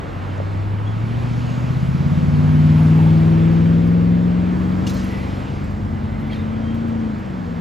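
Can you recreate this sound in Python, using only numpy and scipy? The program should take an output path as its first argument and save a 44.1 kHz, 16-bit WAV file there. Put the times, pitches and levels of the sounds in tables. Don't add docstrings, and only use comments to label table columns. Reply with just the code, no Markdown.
import sys
import numpy as np
from scipy import signal
from scipy.fft import rfft, irfft, next_fast_len
from scipy.io import wavfile
from scipy.ndimage import uniform_filter1d, map_coordinates

SR = 44100
rng = np.random.default_rng(int(sys.argv[2]) if len(sys.argv) > 2 else 0)


def waveform_to_disk(signal):
    frames = np.transpose(np.atleast_2d(signal))
    scaled = np.clip(frames, -1, 1) * 32767
    samples = np.round(scaled).astype(np.int16)
    wavfile.write(sys.argv[1], SR, samples)


N = 335378


def amp(db):
    return 10 ** (np.asarray(db) / 20)


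def unit(x):
    return x / np.sqrt(np.mean(x ** 2) + 1e-20)


def along(points, hz):
    point_hz, value = np.transpose(points)
    return np.interp(np.log(hz + 1), np.log(point_hz + 1), value)


def curves(rows):
    time_s, *columns = np.transpose(rows)
    return [np.interp(np.arange(N) / SR, time_s, column) for column in columns]


def wobble(rate):
    points = rng.standard_normal(int(N * rate / SR) + 4)
    return map_coordinates(points, [np.arange(N) * rate / SR])


def filtered(x, response):
    size = next_fast_len(N + SR // 2)
    hz = np.fft.rfftfreq(size, 1 / SR)
    return irfft(rfft(x, size) * response(hz), size)[..., :N]


def rush(spectrum, patchy_db):
    grid = signal.stft(rng.standard_normal((2, N)), nperseg=512)[2]
    patches = uniform_filter1d(rng.standard_normal(grid.shape[1:]), size=6, axis=0)
    patches = uniform_filter1d(patches, size=14, axis=1)
    pair = signal.istft(grid * amp(patchy_db * unit(patches)), nperseg=512)[1][:, :N]
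    return unit(filtered(pair, lambda hz: amp(along(spectrum, hz))))


PASS_S, PASS_SPAN_S = 2.774, 0.25


def passed(late_s=0):
    return .5 + .5 * np.tanh((np.arange(N) / SR - PASS_S - late_s) / PASS_SPAN_S)


# time_s, cycle_rate_hz
ENGINE_SPEED = [(0.0, 11.8), (0.2, 11.77), (0.8, 12.88), (0.95, 13.55), (1.15, 14.75), (1.5, 15.1),
                (1.65, 15.6), (2.1, 17.85), (2.55, 19.1), (3.0, 19.88), (3.2, 20.13), (3.4, 20.43),
                (3.6, 20.81), (4.0, 21.5), (4.35, 22.15), (5.4, 24.55), (6.6, 27.68), (6.85, 28.7),
                (7.04, 27.85), (7.28, 23.95), (7.45, 21.85), (7.6, 20.7)]
FAMILIES = {"octave": [(16, -25.5)], "low lope": [(5, -1)], "high lope": [(11, -6), (12, -15)],
            "throb": [(9, 0)], "high throb": [(10, 1)], "drone": [(2, -21.5), (3, 0), (4, 2.5)],
            "low throb": [(6, -0.5), (7, -4.5)], "whine": [(13, 1.5)], "high whine": [(14, 0)],
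            "rasp": [(15, -46.5), (17, -42.5), (18, -46), (19, -40), (20, -44), (21, -45), (22, -40.5),
            (23, -46.5), (24, -49.5), (25, -43.5), (26, -42.5), (27, -45), (28, -48)]}
# time_s, firing_tone_db, low_lope_db, drone_db, throb_db,
# high_throb_db, high_lope_db
EXHAUST = [(0.0, -30, -42, -54, -55, -53, -40), (0.7, -21, -44, -46, -53, -61, -44),
           (1.0, -22, -44, -46, -45, -44, -45), (1.3, -21.5, -36, -42, -46, -40, -38),
           (1.6, -22, -32, -48, -40, -42, -38), (1.9, -19.5, -29, -42, -37.5, -35.5, -28),
           (2.2, -20.5, -24.5, -33, -32.5, -28.5, -34), (2.4, -15, -20.5, -34, -39, -34.5, -28.5),
           (2.7, -12.5, -20.5, -34, -38, -45, -22.5), (3.0, -11.5, -19.5, -40.5, -34, -43, -26.5),
           (3.3, -13, -21, -33, -36, -42.5, -27), (3.7, -14.5, -22.5, -35.5, -37, -44, -27.5),
           (4.15, -15, -23.5, -35.5, -50, -46, -29.5), (4.5, -18.5, -33, -33.5, -54, -36.5, -32),
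           (4.9, -22.5, -31, -32.5, -66, -33, -34.5), (5.5, -33, -35, -36.5, -50, -40, -34.5),
           (5.85, -29.5, -46, -34.5, -32, -56, -49), (6.2, -28.5, -39, -40, -35.5, -54, -42),
           (6.5, -25.5, -47, -35.5, -37, -41, -41), (6.8, -23.5, -41, -33, -36.5, -40.5, -28.5),
           (7.05, -21.5, -39, -35.5, -34, -46, -28), (7.2, -30.5, -36, -39.5, -34.5, -47, -42.5),
           (7.4, -28.5, -34.5, -41, -49, -43, -38), (7.6, -28, -43, -43, -56, -50, -32)]
# time_s, low_throb_db, whine_db, high_whine_db
UNEVEN = [(0, -45, -46, -49), (0.9, -51, -37, -44), (1.2, -39, -39, -52), (1.5, -38, -36, -50),
          (1.8, -39, -34, -43), (2.1, -29, -28.5, -35), (2.4, -35, -24, -47), (2.7, -36, -25, -56),
          (3.0, -36, -27.5, -52), (3.3, -28.5, -40, -43), (3.6, -34.5, -32, -40.5), (3.9, -38, -30.5, -39),
          (4.2, -32.5, -32, -41.5), (4.5, -37, -38, -32.5), (4.8, -39, -37.5, -38), (5.1, -47, -43, -46),
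          (5.7, -35.5, -46, -50), (6.3, -43, -50, -61), (6.8, -35, -61, -48), (7.05, -34, -55, -47),
          (7.25, -45, -49, -52), (7.6, -43, -50, -49)]
# pitch_hz, half_width_hz, lift_db
PIPE = [(159, 22.3, 11)]
# pitch_hz, half_width_hz, lift_db
TAILPIPE = [(241.2, 22, 18), (327.8, 9.5, 11)]
# pitch_hz, half_width_hz, lift_db
GROWL = [(463, 14, 8), (383.5, 7.5, 6), (526, 20, 1.5)]
BEHIND_DB = 8.5
RASP_FOLLOWS = 0.71
MUFFLE_HZ, MUFFLE_DB = 303, 41
TURN_HZ, TURN_WIDTH_HZ, TURN_RAD = 182, 10, 2.8
LOPE_LEAD_RAD, LOPE_LEAD_HZ = 2.2, 82


def engine():
    rate = curves(ENGINE_SPEED)[0]
    angle = 2 * np.pi * np.cumsum(rate) / SR

    def lag(k):
        shift = .06 * (k - 9) * wobble(.7)
        if k == 5:
            low_pitch = .5 - .5 * np.tanh((k * rate - LOPE_LEAD_HZ) / 5)
            shift += .7 + LOPE_LEAD_RAD * low_pitch
        if k < 8:
            shift -= .8
        if k == 7:
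            shift -= 2.7 * passed(late_s=-.3)
        shift -= .35 * max(k - 16, 0) ** 2
        turn = TURN_RAD * (.5 + .5 * np.tanh((k * rate - TURN_HZ) / TURN_WIDTH_HZ))
        return shift - np.clip((13 - k) / 3, 0, 1) * turn

    def tone(k, db):
        jitter = .0007 * k * k * wobble(25) + (k > 16) * .2 * wobble(60)
        return -np.sqrt(2) * amp(db) * np.cos(k * angle + lag(k) + jitter)

    def lift(k, peaks):
        return sum(db / (1 + ((k * rate - hz) / width_hz) ** 2) for hz, width_hz, db in peaks)

    def resonance_db(k):
        boost = 0
        if 8 < k < 13:
            boost = boost + lift(k, PIPE)
        if 10 < k < 13:
            boost = boost + lift(k, TAILPIPE[:1]) / 2
        if k == 16:
            boost = boost + lift(k, TAILPIPE)
        if k > 16:
            boost = boost + lift(k, GROWL)
        return boost

    firing_db, lope_db, drone_db, throb_db, high_throb_db, high_lope_db = curves(EXHAUST)
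    rasp_db = RASP_FOLLOWS * firing_db + BEHIND_DB * passed(late_s=0.28)
    levels = {"octave": firing_db, "low lope": lope_db, "high lope": high_lope_db, "throb": throb_db,
              "high throb": high_throb_db, "drone": drone_db, "rasp": rasp_db}
    levels.update(zip(("low throb", "whine", "high whine"), curves(UNEVEN)))

    out = tone(8, firing_db + 0.52 * wobble(18))
    for name, family in FAMILIES.items():
        for k, db in family:
            fading_db = -(0.008 if k > 16 else 0.005) * k * k * np.abs(wobble(3.5))
            muffle_db = (name == "high lope") * MUFFLE_DB * np.log2(np.maximum(k * rate / MUFFLE_HZ, 1))
            out += tone(k, db + levels[name] + resonance_db(k) - muffle_db + fading_db)
    return out


# time_s, rumble_db, tyre_roar_db, hiss_db
NOISE = [(0.0, -32, -35.5, -49), (0.75, -30, -36.5, -49), (1.25, -31.5, -35.5, -46.5),
         (1.9, -27.5, -35.5, -46), (2.45, -29, -34, -46.5), (2.8, -26.5, -33, -44), (3.6, -27.5, -35, -47),
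         (4.25, -29, -36.5, -49), (4.85, -26.5, -34.5, -48.5), (5.1, -29, -35.5, -45),
         (5.5, -31.5, -36, -46.5), (5.8, -29.5, -38, -53), (6.4, -30.5, -36.5, -49.5),
         (7.0, -32.5, -37.5, -51), (7.6, -29, -38, -51.5)]
# pitch_hz, level_db (per Hz)
ROAR = [(200, -32.5), (350, -3), (500, -1.5), (800, -4), (1300, -7.5), (2000, -14), (3000, -35.5),
        (4500, -61)]


def tyres():
    level_db = curves(NOISE)[1] - 7.5 + 0.38 * wobble(7.6)
    return amp(level_db) * rush(ROAR, patchy_db=1.0)[0]


LEAD_MS, LEAN_DB = (-0.84, 0.49), (1, 2.5)


def bearing(x):
    gone = passed()
    lead_ms, lean_db = (before + (after - before) * gone for before, after in (LEAD_MS, LEAN_DB))
    sides = np.array([[.5], [-.5]])
    read_at = np.arange(N) + sides * lead_ms * SR / 1000
    return map_coordinates(x, [read_at], mode="nearest") * amp(sides * lean_db)


# start_s, ring_db, scrape_db, low_modes_db (the lower modes against the upper)
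CLINKS = [(3.870, -54.5, -40.5, -7), (4.865, -38.5, -36.5, 2), (4.89, -34, -40.5, -7),
          (4.938, -41, -45, -6), (4.967, -44.5, -42, -3), (5.038, -40.5, -46, -6), (5.104, -46, -45, -8),
          (5.637, -50, -44.5, -18), (5.704, -57, -46.5, -12), (6.194, -47, -50, -8),
          (6.27, -51, -49.5, -10), (6.743, -54, -42, -10), (6.88, -55.5, -44.5, -13), (7.185, -71, -45, -4)]
# pitch_hz, level_db (within the ring), fade_s (time to fall 60 dB)
METAL = [(4295, -4, .07), (5250, -5, .05), (6120, -5, .07), (6850, -10, .06), (9300, -11, .07),
         (10160, -14, .12), (12040, -14, .12), (14020, -16, .1), (15110, -13, .12)]


def clinks():
    rings, scrapes = np.zeros(N + SR), np.zeros(N + SR)
    t = np.arange(SR // 4) / SR
    for start_s, ring_db, scrape_db, low_db in CLINKS:
        ring = 0
        for hz, level_db, fade_s in METAL:
            mode_db = level_db + low_db * (hz < 8000) + rng.normal(0, 3)
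            ring = ring + amp(mode_db - 60 * t / fade_s) * np.sin(2 * np.pi * hz * t)
        span = slice(round(start_s * SR), round(start_s * SR) + len(t))
        rings[span] += amp(ring_db) * ring * (1 - np.exp(-t / 0.0037))
        scrape = amp(scrape_db - 60 * t / 0.075) * (1 - np.exp(-t / 0.003))
        scrapes[span] += scrape * rng.standard_normal(len(t))
    rattle = amp(3.5 * wobble(120))
    thinned = filtered(scrapes[:N], lambda hz: (hz / 2800) ** 2 / (1 + (hz / 2800) ** 2.5))
    return rattle * rings[:N] + thinned


# start_s, pitch_hz, fade_s (time to fall 60 dB), level_db
KNOCKS = [(.3805, 600, 0.021, -18), (0.4007, 560, 0.019, -8.5), (.4025, 1050, .02, -21),
          (4.8675, 2850, 0.032, -20.5), (4.868, 7600, .03, -34), (4.870, 6120, .07, -33),
          (4.878, 3310, .04, -33), (4.870, 4450, 0.033, -27.5), (4.871, 5060, 0.027, -27),
          (4.872, 3400, .02, -31), (4.894, 3990, 0.067, -33), (4.896, 6150, .04, -33),
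          (4.966, 4160, .04, -37), (5.639, 7600, .06, -48), (6.300, 2290, .025, -27.5),
          (6.303, 2060, .03, -32), (6.320, 3250, .09, -34), (6.329, 1700, .02, -31),
          (6.331, 3200, .06, -34), (6.332, 3750, .03, -36), (6.345, 4200, .03, -38),
          (6.358, 3650, .08, -40), (6.39, 3650, .08, -41)]


def knocks():
    out, t = np.zeros(N + SR), np.arange(SR // 10) / SR
    for start_s, hz, fade_s, db in KNOCKS:
        envelope = amp(db - 60 * t / fade_s) * (1 - np.exp(-t / 0.0015))
        out[round(start_s * SR):][:len(t)] += envelope * np.sin(2 * np.pi * hz * t)
    return out[:N]


# start_s, end_s, start_pitch_hz, end_pitch_hz, level_db, octave_db
SQUEAKS = [(0.853, 0.938, 3320, 3350, -47, -65), (1.44, 1.645, 3300, 3335, -72, -60),
           (4.951, 5.36, 1960, 2038, -47, -78), (5.849, 6.5, 2040, 2064, -54, -81),
           (6.6, 6.778, 3130, 3210, -53.5, -80)]


def squeaks():
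    out = np.zeros(N)
    for start_s, end_s, from_hz, to_hz, db, octave_db in SQUEAKS:
        span = slice(round(start_s * SR), round(end_s * SR))
        n = span.stop - span.start
        angle = 2 * np.pi * np.cumsum(np.linspace(from_hz, to_hz, n)) / SR + 1.1 * wobble(130)[span]
        swell = np.hanning(n) ** .3 * amp(1.5 * wobble(30)[span] + 2.5 * wobble(150)[span])
        tones = amp(db) * np.sin(angle) + amp(octave_db) * np.sin(2 * angle)
        out[span] += np.sqrt(2) * swell * tones
    return out


# start_s, length_s (peaks at a third, tail runs to four lengths), pitch_hz, width_hz, level_db
PUFFS = [(0.376, 0.006, 6200, 2500, -52.5), (2.932, 0.22, 856, 130, -33.5),
         (4.864, 0.035, 5000, 4500, -37.5), (4.885, 0.033, 4700, 4850, -39), (4.896, 0.18, 4730, 4210, -45),
         (4.932, 0.01, 9000, 9050, -52), (4.956, 0.05, 4160, 500, -50), (4.962, 0.036, 6200, 2500, -47),
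         (6.3, 0.1, 3200, 2000, -47), (6.319, 0.035, 4300, 600, -54), (6.31, 0.08, 9000, 7000, -61.5),
         (6.322, 0.05, 2050, 400, -46), (6.356, 0.061, 3650, 400, -56)]


def puffs():
    out = np.zeros(N + SR)
    for start_s, length_s, hz, width_hz, db in PUFFS:
        u = np.arange(round(4 * length_s * SR)) / (length_s * SR)
        edges_hz = [max(hz - width_hz / 2, 50), hz + width_hz / 2]
        band = signal.butter(2, edges_hz, "band", fs=SR, output="sos")
        noise = unit(signal.sosfilt(band, rng.standard_normal(len(u) + 2000))[2000:])
        out[round(start_s * SR):][:len(u)] += amp(db) * noise * 3 * u * np.exp(1 - 3 * u)
    return out[:N] * amp(2.2 * wobble(500))


# pitch_hz, level_db (per Hz)
RUMBLE = [(15, -43), (25, -24.5), (45, -10), (80, -2), (130, -5.5), (220, -7), (330, -10), (450, -31),
          (700, -60)]
HISS = [(1200, -31.5), (2200, 0), (3200, -4), (4500, -11.5), (6000, -19.5), (7800, -21), (8800, -21),
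        (10000, -77)]
SIZZLE = [(2800, -32), (4000, -0.5), (5200, -0.5), (6500, -6.5), (8200, -8), (9000, -40)]
FIZZ = [(8000, -40), (9200, -12.5), (10100, 0), (12000, -3), (13200, -26.5), (14500, -4.5), (15700, -10)]
# time_s, level_db
SIZZLE_LEVEL = [(0, -72), (0.9, -66), (1.3, -55), (2.0, -55.5), (3.2, -57.5), (4.2, -65), (5.0, -56.5),
                (5.7, -58.5), (6.2, -66), (7.6, -61)]
FIZZ_DB, FIZZ_GROWS = -74, 2.62
ROAR_MIX = 0.3


def traffic():
    rumble_db, roar_db, hiss_db = curves(NOISE)
    fizz_db = FIZZ_DB + FIZZ_GROWS * (hiss_db + 50)
    gust = wobble(3.2)
    roar = rush(ROAR, patchy_db=0.6)
    roar = unit(roar + ROAR_MIX * roar[::-1])
    return (amp(rumble_db + 0.56 * wobble(6.1)) * rush(RUMBLE, patchy_db=0.5)
            + amp(roar_db + 1.0 + 0.27 * gust) * roar
            + amp(hiss_db + 1.42 + .5 * gust) * rush(HISS, patchy_db=1.2)
            + amp(curves(SIZZLE_LEVEL)[0] + .5 * gust) * rush(SIZZLE, patchy_db=1.25)
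            + amp(fizz_db + .5 * gust) * rush(FIZZ, patchy_db=2.5)[0])


# pitch_hz, level_db (before the swell)
DIESEL = [(47.5, -42), (94.5, -37), (141, -38.5)]
# time_s, gain_db
DIESEL_SWELL = [(0, -5.5), (3.5, -7.5), (5.2, 3.5), (6.2, 7), (7.0, 0.5), (7.6, -8)]


def diesel():
    t = np.arange(N) / SR + np.array([[.00025], [-.00025]])
    drone = 0
    for hz, db in DIESEL:
        level = np.sqrt(2) * amp(db + 1.1 * wobble(7))
        drone = drone + level * np.sin(2 * np.pi * hz * t + 1.1 * wobble(2.016))
    return drone * amp(curves(DIESEL_SWELL)[0]) * amp([[.8], [-.8]])


# pitch_hz, likeness (no unit; 1 is the same, values are held within -1 to 1)
ALIKE = [(30, 0.94), (60, 0.85), (100, 0.95), (160, 0.72), (270, .65), (450, 0.24), (740, -0.2),
         (1220, -0.23), (1800, 0.36), (2300, 0.99), (3300, 1), (7300, 1), (8300, -0.57), (9400, -1.02),
         (10300, 0.68), (12500, 0.36), (15000, -0.1)]
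# pitch_hz, left_louder_db
LEAN = [(60, -0.5), (120, 2.5), (240, -2), (480, -0.5), (950, -4.5), (1890, -2), (3770, 0), (7520, 0),
        (15000, 0)]


def spread(pair):
    def middle_and_side(hz):
        turn = np.arccos(np.clip(along(ALIKE, hz), -1, 1)) / 2
        return np.array([np.cos(turn), 1j * np.sin(turn)])

    mid, side = filtered(pair, middle_and_side)
    left_right = np.array([mid + side, mid - side])
    return filtered(left_right, lambda hz: amp(along(LEAN, hz) * [[.5], [-.5]]))


def scene():
    car = bearing(engine() + tyres())
    field = spread(traffic() + clinks() + puffs() + knocks() + squeaks())
    return car + diesel() + field


TOP_HZ = 15750


def record(dry):
    return filtered(dry, lambda hz: hz < TOP_HZ)


dry = scene()
out = record(dry)
waveform_to_disk(out)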